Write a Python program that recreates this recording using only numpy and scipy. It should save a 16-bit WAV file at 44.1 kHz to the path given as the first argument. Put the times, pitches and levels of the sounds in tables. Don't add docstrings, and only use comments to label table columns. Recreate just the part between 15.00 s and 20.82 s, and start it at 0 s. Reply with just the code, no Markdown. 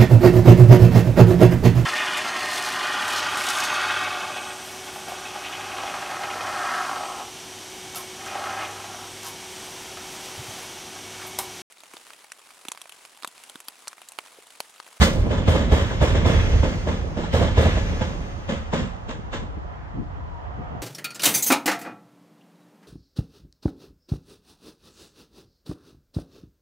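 import sys
import numpy as np
from scipy import signal
from scipy.fft import rfft, irfft, next_fast_len
from scipy.io import wavfile
from scipy.ndimage import map_coordinates

SR = 44100
rng = np.random.default_rng(int(sys.argv[2]) if len(sys.argv) > 2 else 0)


def unload_wav(signal):
    wavfile.write(
        sys.argv[1],
        SR,
        np.round(np.clip(np.atleast_2d(signal).T, -1, 1) * 32767).astype(np.int16),
    )


N = 256662
T = np.arange(N) / SR

# (time [s], clang [dB], knock [dB], thump [dB], sizzle [dB], note [dB], note [Hz],
# base build-up [s], base t60 [s])
SLAM = (0.0141, -10, -14.5, -15, -29, -23, 185, 0.009, 0.28)
# (delay after the first joint [s], then the same columns as the slam)
JOINTS = [(0.0, -21.8, -17.5, -12.5, -48.5, -28.5, 530, 0.012, 0.62),
          (0.078, -27, -22, -21, -60, -33, 590, 0.008, 0.34),
          (1.155, -25.5, -19, -20, -60, -30, 205, 0.01, 0.46),
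          (1.755, -25.3, -24, -22, -65.5, -38, 920, 0.009, 0.28)]
# (time at the first joint [s], wheel roughness [dB])
BOGIES = [(-1.381, 0), (-0.846, 0), (0.477, -5.5), (1.016, 1.5), (2.335, -1)]
# (front axle [dB], rear axle [dB])
BLOW_FORCE = [
    [(0, 0), (0, 0), (0, 0), (-5, -5)],
    [(0, 0), (0, 0), (0, 0), (-3, 2.5)],
    [(0, 1), (0, -6), (-0.5, -0.5), (-3, -6)],
    [(0.5, 0), (-7, -4), (-3.5, -2), (-1, 1.5)],
    [(0, 0.5), (1, 1.5), (0, 3.5), (-3.5, 1.5)],
]
# (time [s], level [dB])
DECK_LOAD = [(0.8, 0), (1.02, 4), (1.28, 3), (1.6, -3), (2.0, -5), (2.35, -1.5), (2.6, 2.5), (3.05, 1),
             (3.5, -17), (4.4, -19)]
# (pitch [Hz], level [dB], t60 [s])
DECK_MODES = [(54.4, -11, .22), (76.2, 7, 0.22), (99.2, 2, 0.1), (117.6, -9, 0.5)]
GIRDER_MODES = [(152, -3, 0.25), (232, -3, .48), (280, -7, 0.44), (325.7, -2, 0.26), (398, -8, 0.18),
                (461, -3.5, 0.4), (521.7, 0, 0.39), (562, -0.5, 0.31), (622.2, -4.5, 0.23),
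                (825, -4.5, 0.1), (884.6, -7, 0.22), (1007, -15, .35), (1243, -12, 0.23),
                (1694, -8.5, 0.21), (2050, -30, 0.36)]
WHEEL_MODES = [(2120, 7, .4), (3270, 5, .35), (3560, 3, .35), (3860, -1, .3), (4450, 0, .4), (6290, -2, .4),
               (7500, -6, .35), (8300, -5, .35), (9590, -2.5, .42), (10450, -6, .35), (11330, -6, .3),
               (11500, -6, .3), (12500, -8, .3)]
# (centre [Hz], width [Hz], strength [dB])
STEEL_RESONANCES = [(167.6, 60, 4), (250, 31, -7), (482, 73, -6.5), (556, 24, 1.5), (1688, 88, 2.5),
                    (2072, 150, 1.5), (2750, 57, -1.5), (3350, 810, 0.5), (6170, 190, -1), (8200, 140, 0.5)]
# (frequency [Hz], level [dB])
KNOCK_SPECTRUM = [(60, -28), (130, -3.5), (220, 1), (320, -2.5), (400, -2.5), (620, -1.5), (740, -8.5),
                  (1000, -7.5), (1500, -28), (9000, -120)]
CLANG_SPECTRUM = [(500, -26), (1000, -0.5), (1300, -0.5), (2400, -6.5), (3600, -7.5), (4400, -15.5),
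                  (7500, -17.5), (9000, -41), (12000, -54)]
SIZZLE_SPECTRUM = [(2000, -16), (4500, 6.5), (8000, 0), (9500, -6), (12000, -9.5), (15500, -10)]
# (frequency [Hz], level [dB])
RUMBLE_SPECTRUM = [(15, -40), (28, -2), (40, -2), (75, -1), (105, -2.5), (135, -15.5), (200, -20),
                   (900, -120)]
DRONE_SPECTRUM = [(70, -30), (130, -0.5), (200, 2), (320, -2.5), (400, -4), (580, -5.5), (750, -14),
                  (1000, -15.5), (1500, -30), (9000, -120)]
ROAR_SPECTRUM = [(500, -2), (1100, -1), (1800, -2.5), (2500, -3), (3700, -11.5), (4600, -16.5), (8000, -44)]
HISS_SPECTRUM = [(2500, -12), (4200, 1), (6500, 2.5), (7700, -8.5), (9000, -16.5), (12000, -21),
                 (15500, -23)]
# (whole train [dB], its fall [dB/s], one bogie [dB], rise [s], hold until [s], fade [dB/s])
RUMBLE_SHAPE = (-21.8, 4.0, -22, 0.12, 0.6, 52)
DRONE_SHAPE = (-28.1, 4.6, -31.4, 0.06, 0.62, 33)
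ROAR_SHAPE = (-43.3, 2, -33, 0.33, 0.36, 24)
HISS_SHAPE = (-57, 2.0, -46.2, 0.36, 0.6, 23)
# (time [s], level [dB])
WALL_FADE = [(3.6, 0), (4.4, -4), (5.2, -25)]
# (frequency [Hz], level [dB])
GRIND_SPECTRUM = [(1500, -26), (2100, 4), (2850, 0.5), (3300, 0), (3650, -2), (4300, -9), (5400, -9),
                  (7000, -28), (12000, -60)]
# (time [s], level [dB])
PLATE_TAPS = [(2.044, -24), (2.072, -25), (2.777, -18), (2.962, -26.5), (3.265, -27), (4.647, -30)]
# (frequency [Hz], level [dB])
BREEZE_SPECTRUM = [(12, -54), (20, -9), (76, 3.5), (114, -7), (173, -9.5), (208, -19), (316, -16.5),
                   (500, -36), (650, -58), (1100, -120)]
GUST_SPECTRUM = [(25, -16), (70, 1.5), (160, 0), (300, -7), (450, -15), (2000, -120)]
# (time [s], level [dB], length [s])
GUSTS = [(3.799, -20, 0.079), (4.189, -25.5, 0.02), (4.426, -26.5, 0.035), (4.57, -25, 0.025),
         (4.966, -21, 0.08), (5.585, -26, 0.05), (5.72, -28, 0.08)]
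# (time [s], level [dB])
FAR_ROAR_LEVEL = [(4.3, -72), (4.55, -58), (4.85, -48), (5.0, -54), (5.82, -56)]
# (time [s], upper note [Hz], upper note [dB], lower note [dB])
WHEEL_SONG = [(4.55, 1010, -64, -66), (4.72, 1005, -52, -58), (4.85, 990, -58, -55), (5.05, 985, -60, -60),
              (5.22, 980, -53, -57), (5.34, 972, -46, -57), (5.47, 935, -54, -51), (5.6, 925, -54, -50),
              (5.82, 935, -53, -49)]
# (frequency [Hz], level [dB])
TYRE_SPECTRUM = [(120, -60), (280, -37), (420, -7.5), (520, -5.5), (720, -3), (860, -4.5), (970, -6.5),
                 (1230, -7), (1500, -14), (1950, -17.5), (2250, -25), (3200, -25.5), (4500, -54),
                 (15000, -90)]
AIR_HISS_SPECTRUM = [(1500, -19), (3500, 2), (5000, -1.5), (7200, -7.5), (9000, -23), (12000, -26),
                     (15500, -24)]
# (time [s], level [dB])
TRAFFIC_LEVEL = [(4.4, -42.5), (5.05, -45), (5.4, -41.5), (5.82, -40.5)]
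# (frequency [Hz], likeness [0-1])
LIKENESS = [(40, .95), (70, .93), (130, .86), (300, .55), (600, .7), (1200, .5), (4000, .46), (12000, .36)]
# (frequency [Hz], left side's delay [ms])
LEFT_DELAY = [(100, 0.056), (520, 0.016), (1100, 0.2), (1700, 0.13), (3000, 0.2), (4200, 0.155),
              (5800, 0.11), (8000, 0.1), (13000, 0.18)]
# (frequency [Hz], left minus right [dB])
LEFT_SHADE = [(40, -2.0), (130, -1.8), (280, -2.8), (600, -2.5), (1100, 0), (2000, 0.5), (4000, -1),
              (12000, 1.5)]

AXLE_GAP_S = 0.241


def amp(db):
    return np.exp(np.asarray(db) * (np.log(10) / 20))


def unit(x):
    return x / np.sqrt(np.mean(x ** 2) + 1e-20)


def along(points, hz):
    freqs, values = np.transpose(points)
    return np.interp(np.log(hz + 1), np.log(freqs + 1), values)


def curves(rows):
    times, *columns = np.transpose(rows)
    return [np.interp(T, times, column) for column in columns]


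def wobble(rate):
    return map_coordinates(rng.standard_normal(int(N * rate / SR) + 4), [T * rate])


def filtered(x, response):
    size = next_fast_len(N + SR // 2)
    return irfft(rfft(x, size) * response(np.fft.rfftfreq(size, 1 / SR)), size)[..., :N]


def noise(spectrum, likeness=LIKENESS):
    def response(hz):
        angle = np.arccos(np.clip(along(likeness, hz), -1, 1)) / 2
        return amp(along(spectrum, hz)) * [np.cos(angle), np.sin(angle)]
    mid, side = filtered(rng.standard_normal((2, N)), response)
    return unit(np.array([mid + side, mid - side]))


def steel(hz):
    peaks = sum(amp(db) ** 2 / (1 + (2 * (hz - centre) / width) ** 2)
                for centre, width, db in STEEL_RESONANCES)
    return np.sqrt(1 + peaks)


def shaken_steel(spectrum, chatter_db, chatter_rate):
    return unit(filtered(noise(spectrum) * amp(chatter_db * wobble(chatter_rate)), steel))


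def ringing(modes, times, levels_db, attack_s, scatter_db, detune):
    out, t = np.zeros(N + SR), np.arange(SR // 2) / SR
    for at, db in zip(times, levels_db):
        ring = np.zeros(len(t))
        for hz, mode_db, t60 in modes:
            level_draw, pitch_draw = rng.standard_normal(2)
            fade = amp(mode_db + scatter_db * level_draw - 60 * t / t60)
            ring += fade * np.sin(2 * np.pi * hz * (1 + detune * pitch_draw) * t)
        out[max(round(at * SR), 0):][:len(t)] += amp(db) * ring * (1 - np.exp(-t / attack_s))
    return out[:N]


def axle_blows():
    rows = [SLAM]
    for (bogie_s, _), forces in zip(BOGIES, BLOW_FORCE):
        for (delay, clang, knock, thump, sizzle, note, note_hz, lead, t60), pair in zip(JOINTS, forces):
            for axle, db in enumerate(pair):
                at = bogie_s + delay + axle * AXLE_GAP_S
                load = np.interp(at, *np.transpose(DECK_LOAD))
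                rows.append((at, clang + db, knock + db + 0.2 * load, thump + db + load,
                             sizzle + db, note + db, note_hz, lead, t60))
    return np.transpose([row for row in rows if row[0] > 0])


def blow_envelope(times, levels_db, leads, t60s, clatter, echo_db, echo_t60):
    power = np.zeros(N)
    for at, db, lead, t60 in zip(times, levels_db, np.maximum(leads, 1e-3), t60s):
        span = slice(*np.searchsorted(T, [at - .08, at + .6]))
        since = T[span] - at
        build = np.exp(2 * np.minimum(since, 0) / lead)
        hold = clatter * t60 ** 2
        after = np.hypot(np.maximum(since, 0), hold) - hold
        fall = amp(-60 * after / t60) ** 2 + amp(echo_db - 60 * after / echo_t60) ** 2
        power[span] += amp(db) ** 2 * fall * build
    return np.sqrt(power)


def clacks():
    at, clang_db, knock_db, thump_db, sizzle_db, _, _, lead, t60 = axle_blows()
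    thump = -ringing(DECK_MODES, at + .0038, thump_db - 3, attack_s=.0029, scatter_db=1, detune=.056)
    clank = ringing(GIRDER_MODES, at, knock_db - 11, attack_s=.0014, scatter_db=3, detune=.011)
    landing = at + .028 + rng.uniform(0, .02, len(at))
    rebound = ringing(GIRDER_MODES, landing, knock_db - 17, attack_s=.0036, scatter_db=2.5, detune=.01)
    knock = blow_envelope(at + .00058, knock_db - 3.5, lead * .37, t60 * .58,
                          clatter=.24, echo_db=-9.5, echo_t60=.45)
    clang = blow_envelope(at + .0033, clang_db - 8.5, lead * .87, t60 * .95,
                          clatter=.28, echo_db=-9, echo_t60=.48)
    sizzle = blow_envelope(at + .0061, sizzle_db + 4.5, lead * 1.04, t60 * .84,
                           clatter=.2, echo_db=-14.5, echo_t60=.79)
    crash = knock * shaken_steel(KNOCK_SPECTRUM, chatter_db=2.5, chatter_rate=130)
    crash += clang * shaken_steel(CLANG_SPECTRUM, chatter_db=1, chatter_rate=200)
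    crash += sizzle * shaken_steel(SIZZLE_SPECTRUM, chatter_db=2, chatter_rate=300)
    return thump + clank + rebound + crash


def bending_waves():
    times, _, knock_db, *_ = axle_blows()
    start_hz, sweep_s, rise_s = 800, .025, .006
    out, t = np.zeros(N + SR), np.arange(SR // 10) / SR
    swell = t / rise_s * np.exp(1 - t / rise_s)
    stretches = np.exp(.2 * rng.standard_normal(len(times)))
    for at, db, stretch in zip(times, knock_db, stretches):
        hz = start_hz / (1 + t / (sweep_s * stretch)) ** 2
        out[round(at * SR):][:len(t)] += amp(db - 3.5) * swell * np.sin(2 * np.pi * np.cumsum(hz) / SR)
    return out[:N]


def joint_notes():
    times, *_, note_db, note_hz, _, _ = axle_blows()
    spacing_hz, t60 = 27, .5
    out = np.zeros(N)
    for at, db, hz in zip(times, note_db, note_hz):
        spread = (hz / 215) ** .6
        modes = [(hz + spacing_hz * spread * k, 0, t60 / spread) for k in np.arange(4) - 1.5]
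        out += ringing(modes, [at + .003], [db], attack_s=.002, scatter_db=1.5, detune=.025)
    return out


def wheel_ring():
    times, _, _, _, sizzle_db, *_ = axle_blows()
    hard = sizzle_db > -55
    capped_db = np.minimum(sizzle_db[hard], -50)
    ring = ringing(WHEEL_MODES, times[hard], capped_db, attack_s=.02, scatter_db=2.5, detune=.002)
    return ring * amp(3 * wobble(45))


def treble_ring(x, share_db, t60, low_hz):
    t, hop = np.arange(SR // 4) / SR, SR // 4
    highpass = signal.butter(2, low_hz, "highpass", fs=SR, output="sos")
    padded = np.pad(x, ((0, 0), (hop, SR)))
    ring = np.zeros_like(padded)
    for start in range(0, N + hop, hop):
        tail = signal.sosfilt(highpass, rng.standard_normal(len(t)) * amp(-60 * t / t60))
        piece = padded[:, start:start + 2 * hop] * np.sqrt(np.hanning(2 * hop))
        rung = signal.fftconvolve(piece, tail[None] / np.linalg.norm(tail), axes=1)
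        ring[:, start:start + rung.shape[1]] += rung
    return x + amp(share_db) * ring[:, hop:hop + N]


def rolling_level(shape):
    train_db, fall, bogie_db, rise_s, hold_s, fade = shape
    power = amp(train_db - fall * T) ** 2
    for at, rough_db in BOGIES:
        build = np.clip((T - at) / rise_s, 0, 1) ** 2
        faded_db = fade * np.maximum(T - at - hold_s, 0)
        power += (build * amp(bogie_db + rough_db - faded_db)) ** 2
    return np.sqrt(power)


def rolling():
    surge_db = wobble(14)
    rumble = rolling_level(RUMBLE_SHAPE) * amp(1.8 * wobble(14)) * noise(RUMBLE_SPECTRUM)
    drone = shaken_steel(DRONE_SPECTRUM, chatter_db=2, chatter_rate=63)
    drone *= rolling_level(DRONE_SHAPE) * amp(surge_db)
    roar = shaken_steel(ROAR_SPECTRUM, chatter_db=1.3, chatter_rate=60)
    roar *= rolling_level(ROAR_SHAPE) * amp(.5 * surge_db)
    hiss = rolling_level(HISS_SHAPE) * unit(filtered(noise(HISS_SPECTRUM), steel))
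    return amp(curves(WALL_FADE)[0]) * (rumble + drone + roar + hiss)


def grinding():
    times, levels_db = np.transpose([(at + axle * AXLE_GAP_S, -36.5 + .35 * rough_db)
                                     for at, rough_db in BOGIES if at > 0 for axle in range(2)])
    leads, t60s = np.full(len(times), .03), np.full(len(times), .55)
    level = blow_envelope(times, levels_db, leads, t60s, clatter=.25, echo_db=-18, echo_t60=.5)
    return level * shaken_steel(GRIND_SPECTRUM, chatter_db=2, chatter_rate=120)


def loose_plates():
    rise_s, t60 = .02, .09
    taps = sum(amp(db - 8.5 - 60 * np.abs(T - at) / np.where(T > at, t60, rise_s))
               for at, db in PLATE_TAPS)
    return taps * noise([(150, -28), (350, 7), (560, 12), (950, -26.5), (1500, -22), (8000, -120)])


def wind():
    breeze = amp(-35 + 1.2 * wobble(6)) * noise(BREEZE_SPECTRUM, likeness=[(60, .11), (300, 0)])
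    swell = sum(amp(db - 4) * np.exp(-(2 * (T - at) / length - .7) ** 2) for at, db, length in GUSTS)
    return breeze + swell * noise(GUST_SPECTRUM, likeness=[(60, .97), (300, .1)])


def rough_note(pitch_hz, width_hz):
    phase = 2 * np.pi * np.cumsum(pitch_hz * np.ones(N)) / SR
    return unit(wobble(width_hz) * np.sin(phase) + wobble(width_hz) * np.cos(phase))


def far_wheels():
    roar = noise([(500, -20), (900, -2), (1900, -5), (2400, -13), (3500, -25.5), (12000, -74)])
    roar *= amp(curves(FAR_ROAR_LEVEL)[0])
    upper_hz, upper_db, lower_db = curves(WHEEL_SONG)
    upper = amp(upper_db) * rough_note(upper_hz, width_hz=95)
    lower = amp(lower_db) * rough_note(pitch_hz=718, width_hz=55)
    return roar + upper + lower


def traffic_and_hiss():
    traffic_db, = curves(TRAFFIC_LEVEL)
    tyres = noise(TYRE_SPECTRUM, likeness=[(300, -.18), (1400, -.55), (3000, -.4), (7000, -.12)])
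    air_hiss = amp(-67) * noise(AIR_HISS_SPECTRUM, likeness=[(3000, -.27), (7000, -.032)])
    return (amp(traffic_db + wobble(14)) * tyres + air_hiss) * amp([[-.6], [2]])


def from_the_right(x):
    sides = np.array([[.5], [-.5]])
    late = filtered(x, lambda hz: np.exp(-2j * np.pi * hz * sides * along(LEFT_DELAY, hz) / 1000))
    shaded = filtered(late, lambda hz: amp(sides * along(LEFT_SHADE, hz)))
    close = np.interp(T, [3.6, 5], [1, 0])
    return close * shaded + (1 - close) * late


def scene():
    train = clacks() + bending_waves() + joint_notes() + grinding() + loose_plates() + rolling()
    train = treble_ring(train, share_db=-9, t60=.12, low_hz=2560)
    return from_the_right(train + wheel_ring() + far_wheels()) + traffic_and_hiss() + wind()


def record(dry):
    ceiling, top_hz = .92, 15700
    lean = filtered(dry, lambda hz: amp(along([(18, -32), (25, -12), (32, 0)], hz)))
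    soft = lean / (1 + np.abs(lean / ceiling) ** 8) ** (1 / 8)
    return filtered(soft, lambda hz: hz < top_hz)


dry = scene()
out = record(dry)
unload_wav(out)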